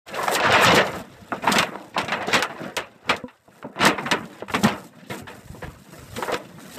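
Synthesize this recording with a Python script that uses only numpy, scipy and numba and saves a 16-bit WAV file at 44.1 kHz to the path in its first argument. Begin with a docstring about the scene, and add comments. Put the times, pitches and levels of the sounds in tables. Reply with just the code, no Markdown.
"""At a table, right beside a phone, hands move foil-covered pans about.
The foil rustles in dense random buckles and snaps loose in crackles: noise and small ringing facets in
half-octave bands, each band dying at its own rate. Creases tick as short bright noise bursts and dents
pop as clusters of damped sines. The pans knock, the table thuds and the phone case bumps as struck modes,
while skin hisses over the foil and the grip on the phone shifts."""
import sys
import numpy as np
from scipy import signal
from scipy.fft import rfft, irfft, next_fast_len
from scipy.io import wavfile
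from scipy.ndimage import uniform_filter1d
from numba import njit

SR = 44100
rng = np.random.default_rng(int(sys.argv[2]) if len(sys.argv) > 2 else 0)


def decibels_to_gain(level_db):
    """Convert a level in decibels to a linear amplitude gain (20 dB per decade)."""
    exponent = np.asarray(level_db, float) / 20
    return 10 ** exponent


def store_wav(level_fs):
    """Save 16-bit WAV to argv[1]."""
    pcm = np.round(np.clip(np.atleast_2d(level_fs), -1, 1) * 32767)
    wavfile.write(sys.argv[1], SR, pcm.T.astype(np.int16))


N = 299042
PAD = next_fast_len(N)
T = np.arange(N) / SR
BANDS_HZ = 35 * 2 ** np.arange(0, 9, .5)  # centres of the half-octave bands

# the hand shifts its grip on the phone: [start_s, hold_s, level_db]
GRIPS = [(0.1, 0.34, -51.5), (0.5, 0.033, -28), (0.652, 0.12, -30), (0.9, 0.53, -43), (1.5, 0.079, -30),
         (1.933, 0.28, -44.5), (2.306, 0.043, -34), (2.55, 0.13, -55), (2.785, 0.024, -41),
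         (3.1, 0.023, -36), (3.829, 0.044, -32), (4.082, 0.11, -42), (4.533, .04, -32.5),
         (4.622, 0.093, -38), (5.207, 0.39, -45.5), (5.637, 0.11, -38), (6.0, 0.15, -34.5),
         (6.5, 0.3, -54.5)]
# fingers bump the phone: [start_s, level_db]
BUMPS = [(5.458, -39), (5.501, -30.5), (5.642, -29), (5.68, -29), (6.04, -38), (6.1, -43)]
# skin slides over the foil: [start_s, hold_s, level_db]
RUBS = [(0.073, 0.064, -51.5), (0.155, 0.084, -39.5), (0.232, 0.0909, -37), (0.336, 0.0088, -22),
        (0.626, 0.019, -24), (0.73, 0.028, -37), (0.845, 0.16, -44.5), (1.038, 0.28, -59),
        (1.258, 0.13, -55.5), (1.44, 0.17, -40.5), (1.665, 0.24, -57), (2.293, 0.051, -46),
        (2.487, 0.29, -59.5), (3.533, 0.085, -58.5), (3.92, 0.088, -57), (4.036, 0.08, -51),
        (4.185, 0.2, -54.5), (4.517, 0.17, -41.5), (4.629, 0.033, -37), (4.724, 0.15, -49),
        (5.104, 0.092, -41.5), (5.28, 0.39, -51.5), (5.703, 0.31, -54.5), (5.926, 0.22, -48),
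        (6.153, 0.098, -38.5), (6.242, 0.13, -43.5), (6.38, 0.4187, -57.5), (6.603, 0.2, -46.5),
        (6.727, .07, -39.5)]
# a hand squeezes or shifts a pan: [start_s, hold_s, crumple_db, weight_db, crispness_db];
# weight (table rumble) and crispness (crackle) are relative to the crumpling
SQUEEZES = [(0.088, 0.03, -37, -13, -8), (0.124, 0.26, -24.5, -17, -14.5), (0.427, 0.15, -19.5, -15, -8),
            (0.605, 0.068, -21, -6, 2.5), (0.669, 0.014, -18.5, -4, -2.5), (0.753, 0.012, -15.5, -4, -3),
            (0.863, 0.12, -36.5, -1.5, -8.5), (1.05, 0.43, -50.5, 1, -4.5), (1.333, 0.028, -36.5, -1, -15),
            (1.507, 0.046, -27.5, 4.5, -7), (1.605, 0.06, -35, 2.5, -26.5), (1.75, 0.29, -54.5, 4, -1.5),
            (2, 0.12, -37.5, -2, -22.5), (2.107, 0.099, -32, -6, -22), (2.287, 0.078, -25.5, -28, -9),
            (2.48, 0.11, -40, -4, -11), (2.607, 0.048, -32.5, -0.5, -12), (2.86, 0.084, -52, -1, -6.5),
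            (3.08, 0.053, -34, -3, -13), (3.502, 0.11, -56.5, 1, -5.5), (3.803, 0.0695, -30.5, -14, -21),
            (3.999, 0.057, -38.5, 5, -18), (4.118, 0.079, -40.5, 3.5, -31), (4.309, 0.094, -44, -2.5, -8.5),
            (4.548, 0.032, -53, 11, -8), (4.654, 0.039, -49, 9, -20), (4.666, 0.0068, -22.5, -9, -7.5),
            (4.79, 0.077, -56, 13.5, -4), (4.94, 0.2, -50.5, 3.5, -9), (5.175, 0.033, -62, 21.5, -15),
            (5.3, 0.074, -46, 0, -11.5), (5.466, 0.74, -52, 4.5, -10), (5.916, 0.29, -47.5, -10, -8),
            (6.188, 0.049, -41.5, -14, -7), (6.305, 0.022, -26.5, -27, -11), (6.416, 0.076, -49.5, 8, -3),
            (6.548, 0.13, -44, 2, -13), (6.77, .06, -37.5, 1, -3)]
# hollow knocks of a pan on the table: [start_s, level_db, depth_db]; depth is added for the lowest mode
KNOCKS = [(3.239, -21.5, 33.5), (3.643, -33, 30), (4.422, -25.5, 13), (5.1, -25, 8), (5.546, -31, 0),
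          (5.625, -21.5, -7), (6.184, -18, -1), (6.224, -23, 3), (6.283, -20, 0), (6.293, -15.5, -2),
          (6.328, -12, -7), (6.345, -13, -4)]
# dents in the sheet popping through: [start_s, pitch_hz, level_db]
DENTS = [(0.186, 1054, -20), (0.21, 1190, -24), (0.229, 980, -21), (0.296, 710, -23.5), (0.402, 666, -17.5),
         (0.45, 1610, -13.5), (1.472, 916, -12), (1.6, 1426, -15.5), (1.629, 653, -20), (3.83, 1130, -13.5),
         (4.685, 2790, -25), (5.101, 1960, -30), (5.269, 1750, -36), (5.63, 1770, -34)]
# lone creases flipping: [start_s, level_db]
TICKS = [(0.0817, -34), (0.23, -26), (0.2794, -20), (0.3504, -8.5), (0.5234, -16), (0.647, -9.5),
         (0.7444, -25), (0.7497, -12), (0.7576, -14), (0.867, -26), (1.5186, -10), (1.5235, -12.5),
         (1.5523, -23), (1.5839, -8), (1.627, -22), (2.0144, -30), (2.047, -28.5), (2.2244, -34),
         (2.2717, -26), (2.391, -24), (2.4236, -12), (2.7657, -12.5), (3.164, -26), (3.852, -6), (3.87, -9),
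         (4.254, -37.5), (4.484, -38), (4.521, -28), (4.637, -9), (6.164, -35), (6.3199, -24)]
# snaps of the foil: [start_s, blow_db, thud_db, brightness_db, ring_t60_s];
# thud and brightness are relative to the blow, the ring time is scaled by SHEET_DAMPING
SNAPS = [(0.281, -4.5, -36, -16, 0.03), (0.352, -15.5, -22, -10, 0.29), (0.4, -19, -17, -3, 0.069),
         (0.427, -14.5, -41, -9.5, 0.63), (0.46, -13, -34, -10.5, 0.17), (0.522, -7.5, -27.5, -8.5, 0.75),
         (0.617, -7.5, -59, -15, 1), (0.707, -11, -16, -7.5, 0.13), (0.734, -19, 6.5, -13, 0.069),
         (0.775, -8.5, -30, -7.5, 0.17), (0.87, -16.5, -26, -12, 0.095), (0.935, -19, -17.5, -25, 0.21),
         (1.32, -9.5, -23, -27, 0.078), (1.422, -31.5, -13, -7, 0.45), (1.436, -19, -20, -23, 0.47),
         (1.469, -11.5, -35, -12, 0.41), (1.558, -15, -9.5, -2.5, 0.13), (1.585, -15, -17, -2, 0.22),
         (1.628, -14, -27, -6.5, 0.042), (1.72, -24.5, -21.5, -29, 0.43), (1.755, -15.5, -18, -21, 0.023),
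         (1.943, -30.5, -18, -9, 0.61), (1.964, -10.5, -38.5, -32, 0.085), (1.978, -18, -11, -2, 0.2),
         (2.081, -21.5, -19, -6, 0.16), (2.12, -14, -70, -7.5, 0.19), (2.208, -21, -18.5, -13, 0.31),
         (2.277, -16, -13, -49, 0.12), (2.33, -14, -12.5, -2.5, 0.21), (2.34, -12, -25.5, -1.5, 0.21),
         (2.424, -14, -73, -8, 0.13), (2.495, -26, -17, -16, 0.29), (2.767, -18.5, -22, -4.5, 0.2),
         (3.093, -12.5, -22, -6, 0.1), (3.096, -13, -19, -4, 0.16), (3.281, -39.5, -41.5, -8, 0.18),
         (3.478, -36, -11.5, -46, 0.061), (3.626, -21.5, -46, -17.5, 0.032), (3.642, -26.5, -5, -30, 0.16),
         (3.759, -25.5, -17, -21.5, 0.56), (3.79, -23, -13, -7, 0.62), (3.807, -17, -11, -4.5, 0.35),
         (3.828, -13.5, -9.5, -4, 0.22), (3.858, -8, -13, -5.5, 0.19), (3.98, -18.5, -25, -11.5, 0.15),
         (4.059, -18, -35, -11, 0.17), (4.112, -16.5, -9.5, 0.5, 0.12), (4.12, -12.5, -23.5, -10.5, 0.18),
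         (4.226, -36.5, -2, -11, 0.26), (4.422, -16, -16, -30, 0.03), (4.482, -26, -32, -11, 0.03),
         (4.497, -22, -26, -14.5, 0.11), (4.537, -14, -16, -12.5, 0.14), (4.546, -17, -5, -2.5, 0.12),
         (4.632, -18.5, 5.5, -11, 0.18), (4.642, -9.5, -44, -14, 0.28), (5.098, -29.5, -1.5, -6, 0.37),
         (5.271, -30, -14, -9, 0.26), (5.546, -35, -13, -37, 0.13), (5.621, -31, -12.5, -10, 0.3),
         (6.163, -29.5, -6, -3.5, 0.12), (6.181, -27.5, -11.5, -37, 0.55), (6.224, -15, -29, -14.5, 0.1),
         (6.279, -17, -28, -24, 0.14), (6.325, -22.5, -12, -8, 0.2), (6.341, -25, -14, -0.5, 0.092)]
# resting level of each layer of the handling between gestures: {layer: level_db}
REST_DB = {"rumble": -70.5, "crumple": -61, "crackle": -72, "hiss": -66, "grip": -68.5}

# spectra of the layers of the handling: [frequency_hz, level_db]
GRIP_SPECTRUM = [(30, -10), (60, -5.5), (100, 5), (130, -4), (170, -46.5)]
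RUMBLE_SPECTRUM = [(100, -37), (150, 14), (200, 8.5), (300, 3), (450, -30.5)]
CRUMPLE_SPECTRUM = [(200, -64.5), (430, 20.5), (900, 6.5), (1700, 8.5), (2700, -7), (4000, -48)]
CRACKLE_SPECTRUM = [(1800, -5.5), (2800, 8), (4000, -12.5), (5500, 7.5), (7500, -38.5)]
RUB_SPECTRUM = [(4500, -12), (6000, -13), (8500, -13), (10500, 6.5), (14000, -20)]
# spectrum of a flipping crease: [frequency_hz, level_db]
TICK_SPECTRUM = [(1500, -32.5), (3000, 14), (6000, 8.5), (8500, 8), (10500, 6), (14000, -1.5)]
# the treble of the whole mix is weaker around 10 kHz: [frequency_hz, gain_db]
TREBLE_DIP = [(8600, -1.5), (9700, -11), (10800, -10), (13500, -2.5)]
# factor on a given ring time of the sheet: [frequency_hz, time_ratio]
SHEET_DAMPING = [(100, 0.27), (300, 1.84), (1000, 1.36), (2500, 0.97), (5000, 0.61), (12000, 0.76)]
# modes of the phone case, the table top and a pan: [frequency_hz, level_db, t60_s]
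CASE_MODES = [(70, 9, 0.058), (125, 7.5, .06)]
TABLE_MODES = [(104, -21.5, 0.081), (197.3, -0.5, 0.31)]
PAN_MODES = [(252, -32, 0.1), (499, -0.5, 0.091), (982, -8, 0.12)]


def at_hz(table, hz):
    """Linear interpolation of a spectrum on a logarithmic frequency axis."""
    table_hz, value = np.transpose(table)
    return np.interp(np.log(np.maximum(hz, 1)), np.log(table_hz), value)


def unit(x):
    """Normalization to an rms of 1."""
    return x / np.sqrt(np.mean(x ** 2))


def colour(x, table):
    """Linear filtering: the spectrum is multiplied by a gain in dB."""
    gain = decibels_to_gain(at_hz(table, np.fft.rfftfreq(PAD, 1 / SR)))
    return irfft(rfft(x, PAD) * gain, PAD)[:N]


def fade(t, t60):
    """Exponential decay of amplitude, 60 dB in t60 seconds."""
    return np.exp(-np.log(1000) * t / t60)


def bands(x):
    """Filter bank: overlapping half-octave bands with cosine flanks, each of rms 1."""
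    octaves = np.log2(np.maximum(np.fft.rfftfreq(PAD, 1 / SR), 1) / BANDS_HZ[:, None])
    flank = np.cos(np.pi * np.clip(octaves, -.5, .5))
    split = irfft(rfft(x, PAD) * flank, PAD)[:, :N]
    return split / split.std(axis=1, keepdims=True)


def gestures(start, hold, db, rise_db_s, fall_db_s, rest_db):
    """Power addition of gestures that swell, hold and die linearly in dB, over a resting level."""
    t = T[::64, None]
    before = np.maximum(start - t, 0)
    after = np.maximum(t - start - hold, 0)
    each = db - rise_db_s * before - fall_db_s * after
    power = decibels_to_gain(rest_db) ** 2 + np.sum(decibels_to_gain(each) ** 2, axis=1)
    return np.interp(T, t[:, 0], 10 * np.log10(power))


def buckles(level_db, table, rate, spread_db, t60):
    """Shot noise: random buckles, many small and few large, as decaying power in each band."""
    size = decibels_to_gain(spread_db * np.minimum(rng.exponential(size=N), 4))
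    impulses = (rng.random(N) < rate / SR) * size  # rate in buckles per second
    hit_power = (unit(impulses) * decibels_to_gain(level_db)) ** 2
    share = decibels_to_gain(at_hz(table, BANDS_HZ)) ** 2 * BANDS_HZ  # bandwidth grows with frequency
    share = share / share.sum()
    keep = fade(2 / SR, t60 * at_hz(SHEET_DAMPING, BANDS_HZ))  # power falls twice as fast in dB
    return np.array([w * signal.lfilter([1 - k], [1, -k], hit_power) for w, k in zip(share, keep)])


def strike(blows, modes):
    """Modal synthesis: short pushes excite a set of exponentially damped sines."""
    contact_s = .0006
    push = np.zeros(N)
    for s, db in blows:
        push[int(s * SR)] = decibels_to_gain(db)
    push = uniform_filter1d(push, size=int(contact_s * SR))
    t = np.arange(SR // 2) / SR
    ring = sum(decibels_to_gain(db) * np.sin(2 * np.pi * hz * t) * fade(t, t60) for hz, db, t60 in modes)
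    return signal.fftconvolve(push, ring)[:N]


@njit
def ring_facets(size, start, turn, keep, gain):
    """Rotating phasor: each facet rings as one damped sine until it is 40 dB down."""
    out = np.zeros(size)
    for k in range(len(start)):
        z, step, i = gain[k] + 0j, keep[k] * np.exp(1j * turn[k]), start[k]
        while abs(z) > .01 * gain[k] and i < size:
            out[i] += z.imag
            z, i = z * step, i + 1
    return out


def facets(rate=3500, t60=0.078, spread_db=2.5):
    """Modal density: the sheet is a crowd of small facets, each with its own pitch, a few of them loud."""
    when, pitch, size = rng.random((3, int(rate * N / SR)))  # rate in facets per second
    hz = 14500 * pitch ** 1.3 + 100
    gain = decibels_to_gain(spread_db * np.minimum(-np.log(1 - size), 4))
    keep = fade(1 / SR, t60 * at_hz(SHEET_DAMPING, hz))
    return ring_facets(N, (when * N).astype(int), 2 * np.pi * hz / SR, keep, gain)


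def shake(power, blur_db=0, click_db=-3, click_rate=400):
    """Forced vibration: band power drives single facets and sharp clicks over a blur of dense modes."""
    clicks = (rng.random(N) < click_rate / SR) * rng.standard_normal(N)  # rate in clicks per second
    blur = decibels_to_gain(blur_db) * rng.standard_normal(N)
    sheet = unit(facets()) + blur + decibels_to_gain(click_db) * unit(clicks)
    cycle = (SR / BANDS_HZ).astype(int) + 1  # a band needs one cycle to build up
    drive = [uniform_filter1d(np.sqrt(p), size=k, origin=(k - 1) // 2) for p, k in zip(power, cycle)]
    return np.sum(bands(sheet) * drive, axis=0)


def grip_shifts():
    """Friction noise: band power of the hand shifting its low-pitched grip on the phone."""
    level = gestures(*np.transpose(GRIPS), rise_db_s=250.5, fall_db_s=220.5, rest_db=REST_DB["grip"])
    return buckles(level, GRIP_SPECTRUM, rate=140, spread_db=2.5, t60=0.05)


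def bumps():
    """Impact excitation: fingers bump the phone and ring the low modes of its case."""
    return strike(BUMPS, CASE_MODES)


def rubs():
    """Friction noise: band power of skin sliding over the foil, a dense high hiss."""
    level = gestures(*np.transpose(RUBS), rise_db_s=492, fall_db_s=597.5, rest_db=REST_DB["hiss"])
    return buckles(level, RUB_SPECTRUM, rate=700, spread_db=1.5, t60=.06)


def squeezes():
    """Buckling under load: one gesture drives table rumble, crumpling and crackle as band power."""
    start, hold, db, weight, crisp = np.transpose(SQUEEZES)

    def level(plus_db, layer):
        return gestures(start, hold, db + plus_db, rise_db_s=302, fall_db_s=268.5, rest_db=REST_DB[layer])

    rumble = buckles(level(weight, "rumble"), RUMBLE_SPECTRUM, rate=150, spread_db=1.0, t60=0.085)
    crumple = buckles(level(0, "crumple"), CRUMPLE_SPECTRUM, rate=190, spread_db=2.5, t60=0.22)
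    crackle = buckles(level(crisp, "crackle"), CRACKLE_SPECTRUM, rate=290, spread_db=4.5, t60=0.14)
    return rumble + crumple + crackle


def thuds():
    """Impact excitation: the low part of every snap rings the table top."""
    return strike([(s, db + thud) for s, db, thud, *_ in SNAPS], TABLE_MODES)


def knocks():
    """Modal participation: knocks ring the pan, a flat landing exciting the lowest mode more."""
    upper = strike([(s, db) for s, db, _ in KNOCKS], PAN_MODES[1:])
    lowest = strike([(s, db + depth) for s, db, depth in KNOCKS], PAN_MODES[:1])
    return upper + lowest


def dents(scatter=0.095, spread_s=0.011, t60=0.07, count=5):
    """Snap-through: a popping dent sets off neighbouring facets of nearly equal pitch in turn."""
    s, hz, db = np.repeat(np.transpose(DENTS), count, axis=1)
    late, detune = rng.random((len(s), 2)).T
    start = ((s + spread_s * late ** 2) * SR).astype(int)
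    hz = hz * (1 + scatter * (2 * detune - 1))
    keep = np.full(len(s), fade(1 / SR, t60))
    return ring_facets(N, start, 2 * np.pi * hz / SR, keep, decibels_to_gain(db))


def ticks(crest_db=-10, rise_s=0.00055, t60=0.086, spike_db=6):
    """Impulsive release: a flipping crease gives a sharp spike and a short bright noise burst."""
    flips = np.zeros(N)
    for s, db in TICKS:
        flips[int(s * SR)] = decibels_to_gain(db + crest_db)
    t = np.arange(SR // 8) / SR
    decay = fade(t, t60) + decibels_to_gain(spike_db) * fade(t, t60 / 6)
    envelope = signal.fftconvolve(flips, decay * np.minimum(t / rise_s, 1))[:N]
    return envelope * unit(colour(rng.standard_normal(N), TICK_SPECTRUM))


def snaps():
    """Frequency-dependent damping: band power of snaps that crack, then ring on in the sheet."""
    low_db, hollow_db, trim_db, top_db = -20, -3, -9, -9
    edge_db, edge_tilt = -10.5, 2.19  # the top follows the brightness, more steeply
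    crack_db, crack_t60, crack_rise_s = 2.5, 0.013, 0.00079
    rise_share = 0.023  # rise of the ring as a share of its t60
    power = np.zeros((len(BANDS_HZ), N))
    t = np.arange(SR // 3) / SR
    crack = decibels_to_gain(crack_db) * fade(t, crack_t60) * np.minimum(t / crack_rise_s, 1)
    for s, db, thud, bright, t60 in SNAPS:
        edge = edge_db + edge_tilt * bright
        shape = [(60, thud + low_db), (190, thud), (330, (thud + trim_db) / 2 + hollow_db), (900, trim_db),
                 (2600, bright), (6500, edge), (8800, edge), (11000, edge + top_db)]
        gain = decibels_to_gain(db + at_hz(shape, BANDS_HZ))[:, None]
        ring = fade(t, t60 * at_hz(SHEET_DAMPING, BANDS_HZ)[:, None]) ** 2
        ring = ring * np.minimum(t / (rise_share * t60), 1)
        ring = ring * (1 - t / t[-1])  # reaches zero after a third of a second
        i = int(s * SR)
        power[:, i:i + len(t)] += (gain ** 2 * (ring + crack ** 2))[:, :N - i]
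    return power


def scene():
    """Superposition of all sources into one mono sound, with a faint random treble difference added."""
    start_s, fade_in_s = 0.055, 0.021  # silence, then a quick fade-in
    side_db, side_hz = -20, 4400
    foil = shake(grip_shifts() + rubs() + squeezes() + snaps())
    mono = colour(foil + bumps() + thuds() + knocks() + dents() + ticks(), TREBLE_DIP)
    mono = mono * np.clip((T - start_s) / fade_in_s, 0, 1)
    treble = signal.sosfilt(signal.butter(8, side_hz, "high", fs=SR, output="sos"), mono)
    random_gain = unit(uniform_filter1d(rng.standard_normal(N), size=120))
    side = decibels_to_gain(side_db) * treble * random_gain
    return np.array([mono + side, mono - side])


def band_limit(x):
    """A steep low-pass at the top of the band."""
    return signal.sosfilt(signal.butter(12, 15700, fs=SR, output="sos"), x)


def record(dry):
    """Band limiting and saturation: the phone drops deep bass, rounds the loudest peaks, cuts the top."""
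    low_hz, top_hz = 67.5, 14350
    thin = signal.sosfilt(signal.butter(2, low_hz, "high", fs=SR, output="sos"), dry)
    soft = np.tanh(thin) / 1.258
    cut = signal.sosfilt(signal.ellip(10, .2, 68, top_hz, fs=SR, output="sos"), soft)
    return band_limit(cut)


dry = scene()
out = record(dry)
store_wav(out)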